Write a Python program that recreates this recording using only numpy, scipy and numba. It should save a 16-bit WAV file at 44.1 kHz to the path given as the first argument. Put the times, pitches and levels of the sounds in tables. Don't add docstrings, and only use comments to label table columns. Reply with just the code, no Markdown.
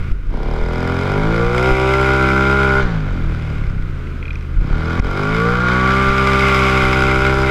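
import sys
import numpy as np
from scipy import signal
from scipy.fft import rfft, irfft, next_fast_len
from scipy.io import wavfile
from scipy.ndimage import uniform_filter1d
from numba import njit

SR = 44100
rng = np.random.default_rng(int(sys.argv[2]) if len(sys.argv) > 2 else 0)


def invert_db(level):
    return 10 ** (np.asarray(level, dtype=float) / 20)


def waveform_to_disk(signal):
    frames = np.transpose(np.atleast_2d(signal))
    scaled = np.clip(frames, -1, 1) * 32767
    samples = np.round(scaled).astype(np.int16)
    wavfile.write(sys.argv[1], SR, samples)


N = 330750

# centre in s, peak in dB, push length in s, duck of the sound after it in dB.
HARD_JOLTS = [
    (0.123, -4, 0.0113, -11),
    (0.634, -8, 0.011, -2),
    (1.44, -32, .01, -2.5),
    (1.727, -34, .01, -2.5),
    (2.815, -30, .01, -1.5),
    (2.984, -22, 0.0098, -2.5),
    (4.58, -29, 0.018, 0),
    (5.002, 4.5, 0.00495, -5.5),
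    (5.536, -30, .01, -2),
    (6.102, -26, 0.0095, -2),
]
# centre in Hz, width in Hz, level in dB.
HOUSING_MODES = [(2064, 233, 6), (2427, 560, 3.5), (2864, 495, -1.5), (3873, 500, -14)]


def level(x, db):
    return x * invert_db(db) / np.sqrt(np.mean(x ** 2))


def even(x, span_s=0.21):
    return x / np.sqrt(uniform_filter1d(x ** 2, int(span_s * SR)) + 1e-12)


def ring(x, modes, order=1, sign=-1):
    size = next_fast_len(N + SR)
    f = np.arange(size // 2 + 1) * SR / size
    response = 0
    for k, (hz, width_hz, db) in enumerate(modes):
        damping = 1j * width_hz * f
        response = response + sign ** k * invert_db(db) * (damping / (hz ** 2 - f ** 2 + damping)) ** order
    return irfft(rfft(x, size) * response, size)[:N]


def curve(table):
    s, *columns = np.transpose(table)
    return [np.interp(np.arange(N) / SR, s, c) for c in columns]


def bumps(events):
    t = np.arange(N) / SR
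    return sum(height * np.exp(-((t - s) / half_s) ** 2) for s, height, half_s in events)


def noise():
    return rng.standard_normal(N)


def walk(rate_hz):
    k = int(SR / rate_hz)
    held = np.repeat(rng.standard_normal(N // k + 1), k)
    return 1.5 * uniform_filter1d(uniform_filter1d(held, k), k)[:N]


def speed():
    # time in s, firing rate in Hz.
    crank = [(0, 26.87), (.27, 26.03), (.47, 37.9), (.65, 41.2), (.98, 44), (1.21, 52.65), (1.7, 65.04),
             (2.8, 67.02), (2.94, 53.72), (3.2, 42.07), (3.52, 37.55), (3.99, 26.39), (4.5, 25.2),
             (4.75, 38.1), (5.02, 43.82), (5.45, 58.4), (5.95, 65.4), (7.5, 65.7)]
    # centre in s, change in Hz, half length in s.
    surges = [(1.376, 0.71, 0.11), (1.782, -0.81, 0.093), (2.288, -0.44, 0.046), (2.548, 0.84, 0.099),
              (2.719, -0.79, 0.058), (3.276, -0.91, 0.086), (5.601, 0.51, .12), (6.24, .4, .12),
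              (6.455, 0.71, 0.062), (6.88, -0.88, 0.17), (7.372, 0.44, 0.13)]
    hz = uniform_filter1d(curve(crank)[0], int(.05 * SR)) + bumps(surges)
    full_hz = 66
    return hz, np.log2(hz / full_hz)


def roar():
    # frequency in Hz, density in dB per Hz.
    spectrum = [(29, -49), (50, -32), (91, -2.5), (247, -7.5), (389, -10), (797, -28.5), (1450, -14),
                (1750, -25), (2450, -25), (2960, -31), (15000, -63)]
    f = np.maximum(np.arange(N // 2 + 1) * SR / N, 1)
    gusts = invert_db(1.3 * walk(6))
    hz, db = np.transpose(spectrum)
    shape = invert_db(np.interp(np.log(f), np.log(hz), db))
    return level(irfft(rfft(noise()) * shape, N), -33.0) * gusts


def ticks():
    # start in s, peak in dB, brightness in dB.
    knocks = [(2.9744, -32, -23), (3.3375, -38, -22), (4.0087, -32.5, -27), (4.0406, -39, -19),
              (4.07, -27, -32), (4.098, -29, -26), (4.123, -32, -32), (4.2265, -24, -37),
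              (4.2538, -22, -32), (4.2794, -21, -32), (4.3055, -20, -29), (4.3301, -29, -7),
              (4.3548, -25, -8), (4.4089, -32, -5), (4.4256, -38, -8), (4.4458, -38, -24),
              (4.6025, -40, -22), (4.8984, -24, -4), (4.9701, -48, -16), (4.9954, -24, -0.5)]
    # centre in Hz, width in Hz, level in dB.
    knock_modes = [(2070, 250, 2), (2460, 230, 6), (3250, 330, -8), (4020, 310, -19)]
    low, high = np.zeros(N), np.zeros(N)
    k = np.arange(400)
    burst = np.exp(-k / 64.0) * (1 - np.exp(-k / 7.4))
    for s, db, bright_db in knocks:
        i = int(s * SR)
        hit = burst * np.sign(rng.standard_normal(400))
        low[i:i + 400] += invert_db(db + 15.0) * hit
        high[i:i + 400] += invert_db(db + bright_db + 10) * hit
    return ring(low, knock_modes, order=2) + ring(high, [(5300, 1180, -1.0)], order=2)


def mount():
    # centre in Hz, width in Hz, level in dB.
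    mount_modes = [(39, 11.2, -3.5), (17.5, 27, -7)]
    # centre in s, peak in dB, half length in s.
    ruts = [(0, -6, 0.012), (0.3, -19, 0.064), (0.536, -19.5, 0.19), (1.266, -20.5, 0.13),
            (1.453, -15, 0.027), (1.57, -25, .03), (1.73, -11, 0.019), (2.76, -22, .025),
            (2.847, -14.5, 0.025), (2.996, -21.5, 0.078), (3.127, -19, .04), (3.274, -16, .06),
            (3.72, -18.5, 0.15), (4.34, -34, 0.045), (4.593, -6, 0.034), (4.735, -13, 0.046),
            (5.064, -24, 0.048), (5.33, -24, 0.044), (5.537, -21, 0.029), (6.098, -16, 0.022),
            (6.866, -21, .04), (7.059, -24, 0.041), (7.208, -22, .04), (7.38, -25, .05)]
    ground_db, ground_slope_db = -31, -4.5
    ground = invert_db(ground_db + ground_slope_db * speed()[1])
    ground = ground + bumps([(s, invert_db(db), half_s) for s, db, half_s in ruts])
    shake = even(ring(noise(), mount_modes, order=2), 0.079) * ground
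    push = bumps([(s, -invert_db(db), 0.62 * length_s) for s, db, length_s, _ in HARD_JOLTS])
    return shake + push + 2.05 * ring(push, [(44, 5.6, 0.5)])


def duck():
    t = np.arange(N) / SR
    in_s, hold_s, hold_s_per_db = 0.0053, 0.022, 0.0433
    total_db = 0
    for s, _, _, db in HARD_JOLTS:
        after = np.maximum(t - s, 0)
        recovery = np.exp(-(after / (hold_s - hold_s_per_db * db)) ** 2)
        total_db = total_db + db * (1 - np.exp(-after / in_s)) * recovery
    return invert_db(total_db)


def strokes(turns, size):
    at = np.flatnonzero(np.diff(np.floor(turns)) > 0)
    late = (turns[at + 1] % 1) / (turns[at + 1] - turns[at])
    pulses = np.zeros(N + 1)
    pulses[at] += size[at] * late
    pulses[at + 1] += size[at] * (1 - late)
    return pulses[:N]


def silencer_thump(exhaust, piston, hz, frame_db, body_db):
    # firing rate in Hz, share -1..1.
    half_stroke = [(26, -0.7), (39, 0.29), (52, -0.059), (66, 0.0023)]
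    # centre in Hz, width in Hz, level in dB.
    low_modes = [(71.8, 27, 6.5), (126.7, 71, 2.5), (158.6, 51.4, 2.5)]
    upper_modes = [(215, 36.5, -2.5), (259.6, 22.5, -4.5), (323.5, 65, -2.5)]
    beat = -exhaust - np.interp(hz, *np.transpose(half_stroke)) * piston
    boom = even(ring(beat, low_modes, order=2) - invert_db(body_db) * ring(beat, upper_modes, order=2))
    hum = np.sin(2 * np.pi * (3 * np.cumsum(hz) / SR + 0.35))
    return even(boom + invert_db(frame_db) * hum)


def pipe_note(blow, gas, share, upper_db):
    # centre in Hz, width in Hz, level in dB.
    main_modes = [(324, 22.3, 5), (406.4, 37, 0.5), (581.5, 57, -6), (693, 28, -8), (772.3, 26.3, -4.5),
                  (985, 123, -8.5)]
    upper_modes = [(439, 25, 1), (515, 35, -9)]
    note = even(ring(blow, main_modes) - invert_db(upper_db) * ring(blow, upper_modes))
    return note + 0.38 * share * even(ring(gas, main_modes + [(690, 590, 0)]))


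def housing_ring(blow, gas, share, lower_db):
    # centre in Hz, width in Hz, level in dB.
    main_modes = [(1419, 113, 9), (1434, 84, -18.5)]
    lower_modes = [(1144.4, 95, 0.56)]
    skirt_modes = [(1180, 245, 2), (1150, 44, -14), (1404, 77, -12.5)]
    tone = even(ring(blow, main_modes, order=2) - invert_db(lower_db) * ring(blow, lower_modes, order=2))
    return np.sqrt(1 - share) * tone + np.sqrt(share) * even(ring(gas, main_modes + skirt_modes))


def gas_rasp(gas, grit, blast):
    rough = gas * (1 + 0.13 * grit) * invert_db(4.5 * walk(5.5))
    return even(ring(rough, HOUSING_MODES)) + 0.39 * even(ring(blast, HOUSING_MODES[:3], order=2))


def thin_walls(gas, gate, grit, crack, gas_db, crack_db):
    # centre in Hz, width in Hz, level in dB.
    wall_modes = [(5060, 483, 3.5), (6840, 1100, -31.5), (7650, 310, -9.5), (9000, 3000, -22),
                  (11400, 5700, -24)]
    bright_db = -3.5
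    leak = even(ring(gate * (1 + 0.46 * grit) * noise(), [(5060, 6000, 0.5)], order=3))
    snap = even(ring(crack, wall_modes + HOUSING_MODES[3:], order=2))
    hiss = even(ring(gas * (1 + 0.7 * grit), wall_modes, order=2))
    return invert_db(gas_db - 17.5) * leak + invert_db(crack_db) * snap + invert_db(gas_db + bright_db - 14.5) * hiss


def engine():
    # time in s, throttle (0 shut, 1 open, at times a little beyond),
    # wheelspin 0-1.
    rider = [(0, .15, 1), (.24, .1, 1), (.33, 1.05, 0.5), (1.05, 1, 0.55), (1.25, .85, 0.06),
             (1.65, 1, 0.53), (2.8, 0.99, 0.05), (2.85, 0.11, 0.01), (3.5, .15, 1), (4.1, -.2, 0),
             (4.42, .05, 0.65), (4.54, 0, 0.43), (4.66, 0.53, .2), (4.95, 0.95, 0.37), (5.17, 1.12, 0.53),
             (5.62, .85, .2), (6.55, .95, 1), (7.5, 0.86, 0.55)]
    # time in s, head turned to the engine -1.2..1, weight on the frame -1..1, echo lag
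    posture = [(0, -.8, 0.75, 0.38, 1.3), (.36, -0.31, -0.11, 0.32, -1.44), (.95, 0.21, -0.39, 0.36, 0.13),
               (1.15, -0.5, 0.42, 0.25, -0.86), (1.45, 0.23, 0.15, 0.36, -0.65),
               (1.85, -0.12, -0.87, 0.342, -0.93), (2.05, -0.45, -0.65, .33, -0.18),
               (2.35, -0.83, 0.36, 0.35, 0.077), (2.8, -0.85, -0.051, 0.32, 0.23),
               (3.0, -1.2, 0.67, .29, -0.66), (4.5, -0.64, 0.35, 0.27, -0.19),
               (4.96, 0.089, -0.31, .29, 0.83), (5.17, 0.27, 0.17, 0.36, 0.39),
               (5.45, 0.42, 0.52, 0.4, 0.29), (5.68, 0.12, 0.41, 0.3384, 1.3), (6.2, 0.73, 0.25, 0.33, 0.5),
               (6.6, 0.61, 0.17, 0.34, .35), (7.5, -0.74, -0.45, 0.34, -0.26)]
    hz, octaves = speed()
    throttle, spin = curve(rider)
    head, weight, lag, chin = curve(posture)
    shut = np.clip(1 - throttle, -.15, 1.3)

    def law(db, slope_db, shut_db, shut_slope_db):
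        return db + slope_db * octaves + shut * (shut_db + shut_slope_db * octaves)

    thump_db = law(-16, 1.5, -0.5, 4.5) + 1 * weight
    pipe_db = law(-16.5, 8, -9, 12) - 3 * chin
    ring_db = law(-16.5, 16, -9.5, -0.5) + 3.5 * chin
    gas_db = law(-29.5, 18.5, -17.5, -11) + 10 * spin
    frame_db = law(-9, 10, 3, -7.5) + 14.5 * weight
    body_db = law(-1, -6, -2, 12) + 4.5 * weight
    crack_db = gas_db - 19.5 - 13 * octaves * throttle
    lower_db = 18 * head
    on_song_hz, on_song_span_hz, on_song_db = 59, 2.9, 12
    upper_db = 4 * head - 2.5 + on_song_db * np.exp(-((hz - on_song_hz) / on_song_span_hz) ** 2)
    clean, lug, slip, closed = .14, .45, .3, .84
    share = np.clip((1 - shut) * (clean - lug * octaves + slip * spin ** 2) + shut * closed, 0, .9)

    scatter_db = .85
    start_turn, intake_turn = .9, .58
    turns = start_turn + np.cumsum(hz) / SR + 0.00037 * scatter_db * walk(30)
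    exhaust = strokes(turns, invert_db(scatter_db * noise()))
    piston = strokes(turns - .5, invert_db(scatter_db * noise()))
    intake = strokes(turns - intake_turn + 0.018 * walk(1.5), invert_db(scatter_db * noise()))
    echo_share = np.clip(0.47 + 0.17 * octaves, .25, 1)
    blast = exhaust + strokes(turns - lag, echo_share) + 0.077 * strokes(turns - 2 * lag, echo_share ** 2)
    blow = 0.41 * intake - blast

    since_s = (turns % 1) / hz
    puff = invert_db(5.5 * rng.standard_normal(N // 100))[turns.astype(int)]
    blow_down = puff * since_s / (since_s + 0.00075) * np.exp(-since_s / 0.0025)
    gate = 0.43 + blow_down + 0.63 * np.exp(-((turns - .55) % 1) / 0.96)
    gas = gate * invert_db(0.52 * walk(30)) * noise()
    grit = uniform_filter1d((rng.random(N) < .0012) * rng.exponential(15.0, N), size=24)
    crack = np.sqrt(puff) * np.exp(-since_s / 0.003) * noise()

    body = silencer_thump(exhaust, piston, hz, frame_db, body_db) * invert_db(thump_db)
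    body = body + pipe_note(blow, gas, share, upper_db) * invert_db(pipe_db)
    body = body + housing_ring(blow, gas, share, lower_db) * invert_db(ring_db)
    body = body + gas_rasp(gas, grit, blast) * invert_db(gas_db)
    body = signal.sosfilt(signal.butter(3, 4800, fs=SR, output="sos"), body)
    return body + thin_walls(gas, gate, grit, crack, gas_db, crack_db)


def scene():
    gain = duck()
    return (roar() * np.sqrt(gain) + ticks() + mount() + engine() * gain)[None, :]


@njit
def gain_control(x, top, attack, release, power):
    y, envelope = np.empty(len(x)), 0.
    for i in range(len(x)):
        a = abs(x[i])
        envelope += (a - envelope) * (attack if a > envelope else release)
        y[i] = x[i] * min(1., top / (envelope + 1e-9)) ** power
    return y


def band_limit(x):
    return signal.sosfilt(signal.butter(12, 15710, fs=SR, output="sos"), x)


def record(dry):
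    held = gain_control(dry[0], 0.59, 0.013, 0.00076, 1.5)
    held = np.tanh(0.52 * held) / 0.56 + invert_db(-68.5) * noise()
    top_hz = 15250
    held = signal.sosfilt(signal.cheby1(6, .5, top_hz, fs=SR, output="sos"), held)
    return band_limit(held[None, :])


dry = scene()
out = record(dry)
waveform_to_disk(out)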